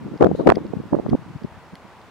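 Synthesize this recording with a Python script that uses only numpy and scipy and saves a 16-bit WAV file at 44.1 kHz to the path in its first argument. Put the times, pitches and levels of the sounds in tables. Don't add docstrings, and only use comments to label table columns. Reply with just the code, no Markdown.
import sys
import numpy as np
from scipy import signal
from scipy.fft import rfft, irfft, next_fast_len
from scipy.io import wavfile
from scipy.ndimage import uniform_filter1d

SR = 44100
rng = np.random.default_rng(int(sys.argv[2]) if len(sys.argv) > 2 else 0)


def field_ratio(decibels):
    return 10 ** (np.asarray(decibels, dtype=float) / 20)


def put_to_file(sound):
    columns = np.atleast_2d(sound).T
    safe = np.clip(columns, -1, 1)
    whole_steps = np.round(safe * 32767)
    wavfile.write(sys.argv[1], SR, whole_steps.astype(np.int16))


N = 92610

# (frequency [Hz], density [dB per Hz])
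AIR_SPECTRUM = [(12, -60.5), (40, -10.5), (142, -6.5), (255, -8.5), (337, -9.5), (698, -10), (923, -7),
                (1260, -12), (16000, -47)]
# (frequency [Hz], correlation [0-1])
PORT_LIKENESS = [(60, .1), (130, .4), (290, 0.96), (640, 0.94), (1410, 0.9), (3100, 0.35), (6820, 0.35),
                 (15000, .05)]
# (pitch ratio [1], level [dB], half length [cycles of the eddy])
WHIRLS = [(.62, -4.5, 0.87), (1.01, -2, 0.9), (1.6, -8, 0.8), (2.3, -18, 0.41), (3.2, -30.5, 0.83)]
# (time [s], level [dB])
GUST_STRENGTH = [(0, -35.5), (.16, -32.5), (.185, -63.5), (.21, -10.5), (.272, -19), (.29, -31),
                 (.375, -34), (.395, -18.5), (.45, -25.5), (.475, -13.5), (.522, -15.5), (.532, -26),
                 (.8, -39.5), (.905, -41.5), (.93, -25.5), (1.15, -37.5), (1.18, -39.5), (1.65, -51.5)]
# (time [s], level [dB], pitch [Hz])
MAIN_LEFT = [(0.062, -21, 208), (0.2097, 0, 409), (0.2242, 0.5, 442), (0.2383, -3.5, 714), (0.269, -2, 428),
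             (0.292, -10.5, 279), (0.315, -7, 412), (0.351, -13.5, 395), (0.396, -11, 379),
             (0.409, -13.5, 350), (0.4726, 1.5, 520), (0.4915, 5, 400), (0.512, -11.5, 720),
             (0.521, -8, 470), (0.572, -8, 378), (0.661, -23.5, 196), (0.738, -28, 520),
             (0.771, -14.5, 187), (0.793, -25, 225), (0.9285, -10.5, 260), (0.951, -19, 500),
             (0.97, -19, 230), (0.988, -16, 485), (1.065, -15, 210), (1.117, -17.5, 190),
             (1.133, -11.5, 420), (1.1435, -8.5, 250), (1.192, -25.5, 184), (1.361, -21, 144),
             (1.448, -13.5, 225)]
MAIN_RIGHT = [(0.049, -28.5, 247), (0.068, -23, 276), (0.121, -22, 215), (0.216, -8, 392), (0.227, 2, 452),
              (0.2465, 1.5, 467), (0.276, -11, 390), (0.305, -19.5, 314), (0.317, -15.5, 176),
              (0.33, -14.5, 196), (0.4, -13.5, 500), (0.4794, -2.5, 514), (0.4944, 1.5, 593),
              (0.5218, 0.5, 600), (0.582, -12.5, 454), (0.616, -22, 202), (0.652, -17, 300),
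              (0.737, -13, 395), (0.755, -24, 276), (0.801, -17.5, 259), (0.929, -6.5, 329),
              (0.946, -6.5, 327), (0.967, -13.5, 390), (0.998, -11, 380), (1.067, -19, 260),
              (1.09, -12.5, 228), (1.131, -6, 200), (1.151, -5.5, 310), (1.422, -27, 239),
              (1.446, -22.5, 200)]
# (time [s], level [dB], pitch [Hz])
FURTHER_LEFT = [(0.025, -27, 221), (0.082, -28, 315), (0.114, -26, 226), (0.139, -22.5, 330),
                (0.16, -21, 292), (0.2136, -7, 520), (0.254, -5.5, 420), (0.26, -4.5, 450), (0.465, -5, 354),
                (0.4752, -4.5, 503), (0.549, -21, 210), (0.583, -30, 447), (0.605, -25, 298),
                (0.707, -20, 174), (0.807, -24.5, 227), (0.839, -27, 362), (0.865, -31.1, 179),
                (1.029, -28, 187), (1.0638, -17.5, 660), (1.091, -26, 200), (1.151, -18.5, 517),
                (1.222, -33.5, 175), (1.284, -29, 160), (1.308, -27.5, 168), (1.52, -31, 94),
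                (1.576, -33.5, 110), (1.736, -30, 187)]
FURTHER_RIGHT = [(0.033, -31, 182), (0.087, -28, 270), (0.154, -35, 268), (0.259, -14, 362),
                 (0.341, -19, 162), (0.438, -24, 250), (0.45, -25, 272), (0.466, -20, 392), (0.4764, 2, 538),
                 (0.5017, 2.5, 918), (0.513, -11.5, 570), (0.675, -38, 200), (0.856, -27, 234),
                 (0.933, -10.5, 503), (0.952, -16.5, 620), (0.989, -14.5, 420), (1.055, -25, 224),
                 (1.114, -15.5, 170), (1.23, -39, 150), (1.265, -29, 200), (1.302, -30.5, 156),
                 (1.338, -31, 152), (1.355, -30, 141), (1.472, -36, 200), (1.553, -34, 90),
                 (1.735, -30.5, 167), (1.853, -33, 192)]
# (time [s], peak level [dB], tooth contact [0 sharp - 1 blunt])
TICKS = [
    (0.176, -33.5, 0.86),
    (.5522, -32, .1),
    (.5566, -20.5, 0.83),
    (.667, -40, 0.9),
    (1.0941, -33.5, .1),
    (1.099, -26, 0.71),
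    (1.375, -43, 0.73),
    (1.4356, -36, 1),
    (1.7543, -27, 0.33),
    (2.015, -37.5, 0.61),
]
# (frequency [Hz], level if sharp [dB], level if blunt [dB], T60 [s])
GEAR_MODES = [(2020, -6, -6.5, 0.012), (3340, -3, -9.5, 0.0083), (4480, -1, -6.5, 0.0069),
              (4970, -13, 2.5, 0.0041), (6000, -19, -17, 0.0065), (8400, -21, -33, .004),
              (10800, -24, -33.5, 0.005), (12500, -25, -34.5, 0.003)]
# (frequency [Hz], density [dB per Hz])
SNAP_SPECTRUM = [(1200, -31), (2000, -1), (2800, -1), (5000, -6), (6500, -20), (9000, -9.5), (13000, -13.5),
                 (15500, -25.5)]
# (frequency [Hz], density [dB per Hz])
SWISH_SPECTRUM = [(1500, -47), (2800, -2.5), (3700, 7.5), (6000, -10), (12000, -15), (14500, -32)]

AIR_DB = -46.5
CHURN_PER_S, CHURN_SCATTER_DB, CHURN_SPREAD, CHURN_CYCLES = 330, 4, 0.16, 1.54
CHURN_HZ, DB_PER_OCTAVE = 200, 16.5
EDDY_CYCLES, EDDY_SPREAD, EDDY_OVER_DB = 1.21, 0.079, 3
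LONGER_WHEN_LOW = 0.8
PHASE_SCATTER_RAD = 0.98
PUSH_DB, PUSH_RATIO = -14, 0.27
TICK_RISE_S = 0.0005
SNAP_DB, SNAP_T60_S, SNAP_BLUNT_HZ = -10, 0.0066, 5000
SWISH_S, SWISH_DB, SWISH_ATTACK_S, SWISH_T60_S = 0.345, -50.5, 0.011, 0.51
LOW_CUT_HZ, CLIP_HARDNESS, TOP_HZ = 70, 60, 15850
WHINE_HZ, WHINE_DB = 15734, -92


def unit(x):
    return x / np.sqrt(np.mean(x ** 2) + 1e-20)


def along(points, hz):
    f, value = np.transpose(points)
    return np.interp(np.log(hz + 1), np.log(f + 1), value)


def filtered(x, response):
    m = next_fast_len(N + 8192)
    return irfft(rfft(x, m) * response(np.fft.rfftfreq(m, 1 / SR)), m)[..., :N]


def rush(spectrum, patchy_db):
    z = signal.stft(rng.standard_normal((2, N)), nperseg=512)[2]
    patches = uniform_filter1d(rng.standard_normal(z.shape[1:]), 6, 0)
    patches = unit(uniform_filter1d(patches, 12, 1))
    pair = signal.istft(z * field_ratio(patchy_db * patches), nperseg=512)[1][:, :N]

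    def mid_side(hz):
        angle = np.arccos(np.clip(along(PORT_LIKENESS, hz), -1, 1)) / 2
        return field_ratio(along(spectrum, hz)) * [np.cos(angle), np.sin(angle)]

    mid, side = filtered(pair, mid_side)
    return unit(np.array([mid + side, mid - side]))


def wobbles(s, db, hz, cycles, spread, scatter, half=700):
    k = np.arange(-half, half)
    draw = rng.standard_normal((len(s), 3, len(WHIRLS), 1))
    turns = hz[:, None] * k / SR
    wave = np.zeros(turns.shape)
    for j, (ratio, level, length) in enumerate(WHIRLS):
        pitch = ratio * np.exp(spread * draw[:, 0, j])
        phase = 2 * np.pi * turns * pitch + scatter * draw[:, 1, j]
        bell = np.exp(-0.5 * ((turns - 0.22 * draw[:, 2, j]) / (cycles * length)) ** 2)
        wave -= field_ratio(level) * np.cos(phase) * bell
    wave *= np.hanning(2 * half)
    wave *= (field_ratio(db) / np.abs(wave).max(1))[:, None]
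    at = np.round(s * SR).astype(int)[:, None] + k + half
    return np.bincount(at.ravel(), wave.ravel(), N + 2 * half)[half:N + half]


def churn():
    draw = rng.random((800, 3))
    s = np.cumsum(0.4 - 0.6 * np.log(draw[:, 0])) / CHURN_PER_S
    inside = s < N / SR
    draw, s = draw[inside], s[inside]
    strength = np.interp(s, *np.transpose(GUST_STRENGTH))
    db = strength + CHURN_SCATTER_DB * (1 - 4 * draw[:, 1])
    octaves = (strength + 35) / DB_PER_OCTAVE + 0.96 * (draw[:, 2] - 0.5)
    return wobbles(s, db, CHURN_HZ * 2 ** octaves, CHURN_CYCLES, CHURN_SPREAD, np.pi, half=500)


def eddies(rows):
    s, db, hz = np.transpose(rows)
    cycles = EDDY_CYCLES * (300 / hz[:, None]) ** LONGER_WHEN_LOW
    burst = wobbles(s, db + EDDY_OVER_DB, hz, cycles, EDDY_SPREAD, PHASE_SCATTER_RAD)
    push = wobbles(s, db + PUSH_DB, hz * PUSH_RATIO, 0.44, 0.21, np.pi, half=1400)
    return burst + push


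def ticks():
    out, t = np.zeros(N + SR), np.arange(2000) / SR
    for s, db, blunt in TICKS:
        ring = np.zeros(len(t))
        for hz, sharp_db, blunt_db, t60 in GEAR_MODES:
            mode_db = sharp_db + blunt * (blunt_db - sharp_db) - 60 * t / t60
            ring += field_ratio(mode_db) * np.sin(2 * np.pi * (hz * t + rng.random()))
        out[round(s * SR):][:len(t)] += field_ratio(db - 3) * ring * (1 - np.exp(-t / TICK_RISE_S))
    return out[:N]


def snaps():
    sharp, dull, t = np.zeros(N + SR), np.zeros(N + SR), np.arange(600) / SR
    for s, db, blunt in TICKS:
        envelope = field_ratio(db + SNAP_DB - 60 * t / SNAP_T60_S) * (1 - np.exp(-t / TICK_RISE_S))
        crack = envelope * rng.standard_normal(len(t))
        sharp[round(s * SR):][:len(t)] += (1 - blunt) * crack
        dull[round(s * SR):][:len(t)] += blunt * crack

    def colour(hz):
        return field_ratio(along(SNAP_SPECTRUM, hz) + 9)

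    def dull_colour(hz):
        return colour(hz) / (1 + (hz / SNAP_BLUNT_HZ) ** 4)

    return filtered(sharp[:N], colour) + filtered(dull[:N], dull_colour)


def swish():
    t = np.maximum(np.arange(N) / SR - SWISH_S, 0)
    envelope = field_ratio(SWISH_DB - 60 * t / SWISH_T60_S) * (1 - np.exp(-t / SWISH_ATTACK_S))
    return envelope * rush(SWISH_SPECTRUM, patchy_db=4.5)


def scene():
    air = field_ratio(AIR_DB) * rush(AIR_SPECTRUM, patchy_db=0.6)
    left = churn() + eddies(MAIN_LEFT + FURTHER_LEFT)
    right = churn() + eddies(MAIN_RIGHT + FURTHER_RIGHT)
    return air + np.array([left, right]) + ticks() + snaps() + swish()


def low_pass(x):
    return signal.sosfilt(signal.butter(12, 16270, fs=SR, output="sos"), x)


def record(dry):
    x = filtered(dry, lambda hz: (1j * hz / (LOW_CUT_HZ + 1j * hz)) ** 2)
    x = x / (1 + np.abs(x) ** CLIP_HARDNESS) ** (1 / CLIP_HARDNESS)
    whine = field_ratio(WHINE_DB) * np.sin(2 * np.pi * WHINE_HZ * np.arange(N) / SR)
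    mix = filtered(x + whine, lambda hz: hz < TOP_HZ)
    return low_pass(mix)


dry = scene()
out = record(dry)
put_to_file(out)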